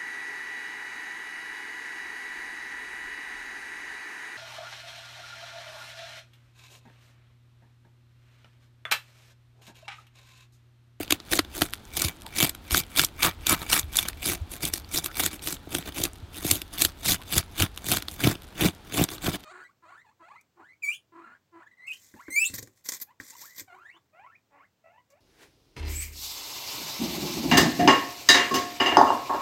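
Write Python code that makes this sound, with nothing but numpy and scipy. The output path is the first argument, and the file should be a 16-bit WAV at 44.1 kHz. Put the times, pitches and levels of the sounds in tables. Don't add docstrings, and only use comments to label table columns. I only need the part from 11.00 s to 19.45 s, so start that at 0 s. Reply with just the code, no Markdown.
import sys
import numpy as np
from scipy import signal
from scipy.fft import rfft, irfft, next_fast_len
from scipy.io import wavfile
from scipy.ndimage import uniform_filter1d

SR = 44100
rng = np.random.default_rng(int(sys.argv[2]) if len(sys.argv) > 2 else 0)


def to_wav(s):
    ch = np.atleast_2d(s).T
    pcm = np.round(np.clip(ch, -1, 1) * 32767)
    wavfile.write(sys.argv[1], SR, pcm.astype(np.int16))


N = 372468
TAPS = 4096

# crest in seconds, length in seconds, force in dB, depth of the bite in dB.
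SCALER_STROKES = [(-0, 0.073, -41, 1), (0.134, 0.046, -48, 4.5), (0.347, 0.05, -32.5, -0.5),
                  (.605, 0.095, -40.5, 0), (1.024, 0.097, -34, -0.5), (1.42, 0.083, -32.5, -0.5),
                  (1.764, 0.069, -31, -1.5), (2.004, 0.06, -29.5, -0.5), (2.253, .056, -27.5, 1),
                  (2.516, 0.058, -27.5, 0), (2.616, 0.048, -45.5, 2.5), (2.749, 0.077, -29, -.5),
                  (2.993, 0.073, -35, -.5), (3.072, 0.056, -44.5, 5), (3.292, 0.086, -34, -1),
                  (3.539, 0.051, -47, -1), (3.655, 0.058, -36, 0), (3.766, 0.058, -47.5, -1.5),
                  (3.965, 0.054, -34, -2), (4.057, 0.045, -45.5, 0), (4.227, .08, -33.5, -1),
                  (4.343, 0.04, -44, 0.5), (4.494, 0.083, -40, -1.8), (4.76, 0.072, -39.5, .5),
                  (4.874, 0.035, -42.5, 4.5), (5.015, 0.083, -38, 0.5), (5.379, 0.067, -48.5, -0.5),
                  (5.515, 0.11, -36, -1.4), (5.747, 0.026, -39, 2), (5.833, 0.062, -31.5, -1),
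                  (6.101, 0.069, -28.5, -1.5), (6.358, 0.068, -30.5, 0), (6.614, .062, -32.5, 1),
                  (6.927, 0.092, -33.5, -.5), (7.125, 0.058, -52, -1.5), (7.271, 0.079, -30, 2),
                  (7.647, 0.061, -27, 2), (7.987, 0.075, -30, 1.5), (8.134, 0.055, -43.5, 0),
                  (8.272, 0.061, -35, 1.5), (8.344, 0.03, -35, 2)]
# mode in Hz, width in Hz, gain at resonance in dB.
TRAY_FLOOR = [(293.5, 65, 2), (341, 112, -3.5), (91, 20, -6.5), (417, 310, -16.5), (702, 204, -13.5)]
# mode in Hz, width in Hz, gain at resonance in dB.
FISH_BULK = [(118, 49, 1.5), (166, 50, 3.5), (223, 73, -4.5)]
# time in seconds, gain in dB.
FISH_WEIGHT = [(.3, -29), (1.1, 3), (2.5, -1.5), (4.9, -3), (6.3, 4), (7.2, 5.5), (8.3, -0.5)]
# time in seconds, gain in dB.
TRAY_CONTACT = [(0, 3.5), (.62, 5), (1.03, -1.5), (2.5, -5.5), (3.0, -12), (3.3, 2), (4.2, -2.5),
                (4.75, 5.5), (5.5, 0.5), (5.85, -4), (6.9, -3), (7.3, 4.5), (7.7, 5.5), (8.0, 4), (8.3, 2)]
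# frequency in Hz, relative level in dB.
BRIGHT_RASP = [(1500, -53.5), (3500, -0.5), (5000, -5), (7000, -1.5), (10000, -1.5), (14500, -2),
               (15400, -13), (16200, -67)]
# frequency in Hz, relative level in dB.
DULL_CRACK = [(200, -61), (700, -5), (1400, 9.5), (2300, 5.5), (3400, 10), (5000, 3), (9000, -19),
              (16000, -58)]


def amp(db):
    return 10 ** (np.asarray(db) / 20)


def evened(x):
    return x / np.sqrt(np.mean(x ** 2) + 1e-20)


def read(points, hz):
    f, db = np.transpose(points)
    return amp(np.interp(np.log(hz + 1), np.log(f + 1), db))


def follow(curve):
    return amp(np.interp(np.arange(N) / SR, *np.transpose(curve)))


def add(mix, s, sound):
    part = mix[max(round(s * SR), 0):][:len(sound)]
    part += sound[:len(part)]


def noise(gain_at):
    size = next_fast_len(N)
    spectrum = rfft(rng.standard_normal(size))
    shaped = spectrum * gain_at(np.fft.rfftfreq(size, 1 / SR))
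    return evened(irfft(shaped, size)[:N])


def wander(hz):
    return noise(lambda f: np.exp(-(f / hz) ** 2))


def click(points):
    log_gain = np.log(read(points, abs(np.fft.fftfreq(TAPS, 1 / SR))))
    minimum_phase = np.exp(np.conj(signal.hilbert(log_gain)))
    h = np.fft.ifft(minimum_phase).real
    return h / np.linalg.norm(h)


def ring(modes):
    t = np.arange(TAPS) / SR
    h = np.zeros(TAPS)
    for k, (hz, width, db) in enumerate(modes):
        decay = np.exp(-np.pi * width * t)
        h += (-1) ** k * amp(db) * width * decay * np.sin(2 * np.pi * hz * t)
    return h / np.linalg.norm(h)


def through(x, h):
    return signal.oaconvolve(x, h)[:N]


def shifting(x, patch_db):
    z = signal.stft(x, nperseg=256, noverlap=192)[2]
    across_pitch = uniform_filter1d(rng.standard_normal(z.shape), size=5, axis=0)
    patches = uniform_filter1d(across_pitch, size=12, axis=1)
    gain = evened(amp(patch_db * evened(patches)))
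    return signal.istft(z * gain, nperseg=256, noverlap=192)[1][:N]


def grains(per_s, spread_db):
    size = amp(spread_db * np.minimum(rng.exponential(1, N), 4.5))
    return evened(size * (rng.random(N) < per_s / SR))


def signed(sizes):
    return sizes * rng.choice([-1, 1], N)


def pressure(shape, lag, per_depth=0, graze_db=-22, lead=2.36, trail=2.14):
    swell_share = 0.54
    t, power = np.arange(N) / SR - lag, np.zeros(N)
    for crest, length, force_db, depth_db in SCALER_STROKES:
        near = slice(max(int((crest - .25) * SR), 0), int((crest + .25) * SR))
        d = t[near] - crest
        away = abs(d / (length * np.where(d < 0, swell_share, 1 - swell_share)))
        bite = np.exp(-away ** shape)
        graze = amp(graze_db) ** 2 * np.exp(-(away / np.where(d < 0, lead, trail)) ** shape)
        power[near] += amp(force_db + per_depth * depth_db) ** 2 * (bite + graze)
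    return np.sqrt(power)


def air(air_db=-49.5, rumble_db=6.5, hiss_db=0.0, waver_db=-1.0):
    # frequency in Hz, relative level in dB.
    air_colour = [(15, -27), (25, 9.5), (80, 13), (161, -2.5), (301, -1.5), (503, -10), (887, -8.5),
                  (1100, -13.5), (1330, -11), (1890, -17.5), (2840, -17.5), (3520, -15), (5880, -26.5),
                  (14400, -36), (16000, -37)]
    # time in seconds, gain in dB.
    rumble_curve = [(0, -9), (.65, 0), (1.25, -5.5), (2.6, 2.5), (3.3, 0), (4.4, -2.5), (6.5, -1.5),
                    (8.4, -9)]
    split_hz = 140
    rumble = noise(lambda f: read(air_colour, f) * (f < split_hz))
    rumble = rumble * evened(amp(waver_db * wander(14.0)))
    hiss = noise(lambda f: read(air_colour, f) * (f >= split_hz))
    both = amp(rumble_db) * follow(rumble_curve) * rumble + amp(hiss_db) * hiss
    return amp(air_db) * both / np.sqrt(2)


def wet_skin(tick_db=-63, squelch_db=-62, shift_db=8.0, shift_hz=7):
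    parting = np.exp(-np.arange(100) / 8)
    sizes = evened(through(grains(per_s=160, spread_db=5), parting))
    sizes = sizes * evened(amp(shift_db * wander(shift_hz)))
    ticks = through(signed(sizes), click(BRIGHT_RASP))
    squelch = through(signed(sizes), click(DULL_CRACK))
    return amp(tick_db) * ticks + amp(squelch_db) * squelch


def squeaks(length_s=0.053, width_hz=130):
    # middle in seconds, level in dB, pitch in Hz.
    slime_pockets = [(1.263, -48, 900), (2.66, -52, 500), (4.096, -48.5, 1370), (6.203, -52.5, 1030)]
    out, swell = np.zeros(N), signal.windows.hann(int(length_s * SR))
    for s, db, hz in slime_pockets:
        breath = swell * rng.standard_normal(len(swell))
        puff = signal.fftconvolve(breath, ring([(hz, width_hz, 0)]))
        add(out, s - length_s / 2, amp(db) * puff / puff[:len(swell)].std())
    return out


def thuds(rise_s=0.0065, thud_db=-1):
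    # start in seconds, relative level in dB, pitch in Hz.
    bumps = [(1.047, -24.5, 79.5), (1.718, -20.5, 68), (2.831, -28, 74), (3.409, -23, 81.4),
             (5.222, -31.5, 88.5), (5.513, -27, 102), (6.366, -22.5, 80), (6.604, -16.5, 94.4),
             (7.992, -33, 79)]
    t, out = np.arange(2 * TAPS) / SR, np.zeros(N)
    swell = (t / rise_s) ** 2 * np.exp(-t / rise_s)
    for s, db, hz in bumps:
        add(out, s, amp(db + thud_db) * swell / swell.max() * np.sin(2 * np.pi * hz * t))
    return out


def knocks(knock_db=0, bulk_db=-3):
    # start in seconds, level in dB.
    jerks = [(0.003, -21), (0.391, -21), (0.618, -9.5), (1.426, -16), (2.248, -22), (2.526, -20.5),
             (4.672, -31.5), (4.787, -29), (5.0, -24.5), (5.448, -21), (6.63, -22), (7.246, -17),
             (7.27, -11.5), (7.648, -14), (7.994, -16.5), (8.011, -12), (8.28, -16.5)]
    out, hollow, bulk = np.zeros(N), ring(TRAY_FLOOR), ring(FISH_BULK)
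    for s, db in jerks:
        pressed_db = np.interp(s, *np.transpose(FISH_WEIGHT))
        blow = hollow + amp(bulk_db + pressed_db) * bulk
        add(out, s, amp(db + knock_db) * blow / abs(hollow).max())
    return out


def landings():
    flight_s, flight_spread_s = .045, .06
    level_db, level_spread_db, middle_db = -30.5, 3, -0.2
    rows = []
    for (crest, *_), (late, big) in zip(SCALER_STROKES, rng.random((len(SCALER_STROKES), 2))):
        lands_s = crest + flight_s + flight_spread_s * late
        rows.append((lands_s, level_db + level_spread_db * (2 * big - 1), middle_db))
    return rows


def snaps(tear_s=0.0012, per_size=0.15, strain_s=0.012, strain_db=-25, snap_db=0, knock_db=-11,
          per_contact=1.24, per_middle=0.29):
    # time in seconds, level in dB, share of the duller middle range in dB.
    stiff_scales = [(.107, -6, -2), (.123, -1.5, -2), (.332, -8.5, 0), (.391, -4.5, -1), (.619, -3, -1.5),
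                    (.968, -13, -7), (1.019, -6, -6.5), (1.084, -13, -5), (1.427, -0.5, -7.5),
                    (1.494, -13, -7), (1.549, -22, -3), (1.708, -13.5, -0.5), (1.745, -5, 14),
                    (1.994, 0.5, -1), (2.047, -6, -31), (2.23, -5.5, -2.5), (2.468, -6.5, -4.5),
                    (2.495, -3, -9), (2.73, -6, -1), (2.794, -7, -11), (2.969, -5.5, -25),
                    (2.988, -2.5, -1.5), (3.085, -11.5, -10), (3.652, -11, -20), (3.737, -8, -13.5),
                    (4.043, -16, -5), (4.06, -13, -6), (4.262, -5.5, -9), (4.473, -13.5, -4.5),
                    (4.749, -9, -3.5), (5.037, -8.5, -14), (5.052, -11, -3.5), (5.512, 1, -9.5),
                    (5.617, -18.5, -4.5), (5.82, 0, -11), (5.849, -5, -4.5), (6.056, -19, -1),
                    (6.38, -2, -9.5), (6.622, -4, -6), (6.775, -16.5, -1.5), (6.97, -8.5, -2),
                    (7.023, -20, -1.5), (7.083, -17, -0.5), (7.273, -11, 10), (7.353, -25.5, 12),
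                    (8.039, -7.5, -15), (8.088, -19, 2)]
    early = 700
    t, out = (np.arange(TAPS) - early) / SR, np.zeros(N)
    bright, dull = click(BRIGHT_RASP), click(DULL_CRACK)
    knock = np.pad(ring(TRAY_FLOOR), (early, 0))[:TAPS]
    rows = [*stiff_scales, *landings()]
    for (s, db, middle_db), fibres in zip(rows, rng.standard_normal((len(rows), 2, TAPS))):
        d = abs(t - tear_s)
        strain = amp(strain_db) * np.exp(-d / np.where(t < 0, strain_s / 2, strain_s))
        tearing = np.exp(-d / (tear_s * amp(per_size * db))) + strain
        dull_share = np.clip(amp(middle_db) ** 2, 0, .97)
        bright_crack = np.sqrt(1 - dull_share) * signal.fftconvolve(fibres[0] * tearing, bright)
        dull_crack = np.sqrt(dull_share) * signal.fftconvolve(fibres[1] * tearing, dull)
        crack = (bright_crack + dull_crack)[:TAPS]
        crack *= amp(db + snap_db) / abs(crack).max()
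        contact_db = np.interp(s, *np.transpose(TRAY_CONTACT))
        recoil = amp(knock_db + per_contact * contact_db + per_middle * middle_db)
        add(out, s - early / SR, crack + recoil * np.linalg.norm(crack) * knock)
    return out


def fracturing(catch_db=3.5, catch_hz=150, slide=0.5, firmest=1.12):
    catches = evened(amp(catch_db * np.minimum(wander(catch_hz), firmest)))
    return catches * evened(np.hypot(grains(per_s=2800, spread_db=5.0), slide))


def tray(fractures, floor_db=-2.5, bulk_db=-7.0):
    tugs = signed(fractures) * pressure(shape=2.98, lag=0.00033, per_depth=0.19) * follow(TRAY_CONTACT)
    floor = through(tugs, ring(TRAY_FLOOR))
    bulk = through(tugs * follow(FISH_WEIGHT), ring(FISH_BULK))
    return amp(floor_db) * floor + amp(bulk_db) * bulk


def gill_cover(fractures, gill_db=-2):
    # mode in Hz, width in Hz, gain at resonance in dB.
    bony_plate = [(920, 180, -5.5), (1280, 100, 1.5), (1800, 360, -9.5)]
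    # time in seconds, gain in dB.
    over_head = [(1.5, -32), (1.76, -25), (2.26, 2.5), (2.53, 1), (2.76, -3), (3.05, -19), (3.4, -22),
                 (3.8, -42)]
    drive = signed(fractures) * pressure(shape=7.2, lag=0.0055) * follow(over_head)
    return amp(gill_db) * through(drive, ring(bony_plate))


def loop(fractures, lowest_db=-2, upper_db=-6):
    # mode in Hz, width in Hz, gain at resonance in dB.
    steel_modes = [(2313, 79, 0), (3520, 70, -4), (3716, 42, -6.5), (4720, 24, -5), (6320, 69, -8)]
    # time in seconds, gain in dB.
    loose_grip = [(.6, -11), (1.0, -0.5), (2.3, -1), (3.3, -4.5), (4.3, -6.5), (5.5, -14.5), (8.0, -10)]
    drive = signed(fractures) * pressure(shape=1.9, lag=-0.0049, graze_db=-33)
    free = follow(loose_grip)
    lowest = free * through(drive, ring(steel_modes[:1]))
    upper = through(drive, ring(steel_modes[1:])) / (1 + free)
    return amp(lowest_db) * lowest + amp(upper_db) * upper


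def scales(fractures, rasp_db=3.0, scrape_db=2.0, crunch_db=-0.5):
    # frequency in Hz, relative level in dB.
    scrape_colour = [(1000, -48), (2000, -4.5), (2500, 0), (3400, 1.5), (4200, -3.5), (5500, -6.5),
                     (9000, -7)]
    # frequency in Hz, relative level in dB.
    crunch_colour = [(200, 4.5), (450, -2.5), (700, 1.5), (1000, 0.5), (1350, 3), (1900, -0.5),
                     (2800, -3.5), (6000, -15)]
    rasp_drive = signed(fractures) * pressure(shape=3.0, lag=0., graze_db=-28.5, per_depth=-2.63)
    scrape_drive = signed(fractures) * pressure(shape=2.74, lag=0.)
    crunch_drive = signed(fractures) * pressure(shape=2.14, lag=0.0017, per_depth=1.17)
    rasp = through(rasp_drive, click(BRIGHT_RASP))
    scrape = through(scrape_drive, click(scrape_colour))
    crunch = through(crunch_drive, click(crunch_colour))
    return shifting(amp(rasp_db) * rasp + amp(scrape_db) * scrape + amp(crunch_db) * crunch, patch_db=3.5)


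def bass_trimmed(x):
    return signal.sosfilt(signal.butter(4, 60, "highpass", fs=SR, output="sos"), x)


def surroundings(x, t60=0.036, echo_db=-17):
    t = np.arange(TAPS) / SR
    scatter = rng.standard_normal(TAPS) * amp(-60 * t / t60) * (t > .002)
    return x + amp(echo_db) * through(x, scatter / np.linalg.norm(scatter))


def scene():
    fractures = fracturing()
    scraping = scales(fractures) + loop(fractures) + gill_cover(fractures)
    shaking = bass_trimmed(tray(fractures) + knocks())
    snapping = shifting(snaps(), patch_db=2.5)
    work = scraping + shaking + snapping + wet_skin() + squeaks()
    return (surroundings(work) + thuds() + air())[None]


def record(dry):
    ceiling, edge_hz = .52, 15900
    rounded = dry / (1 + (dry / ceiling) ** 4) ** (1 / 4)
    lowpass = signal.firwin(511, edge_hz, window=("kaiser", 9), fs=SR)
    return signal.oaconvolve(rounded, lowpass[None], "same")


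dry = scene()
out = record(dry)
to_wav(out)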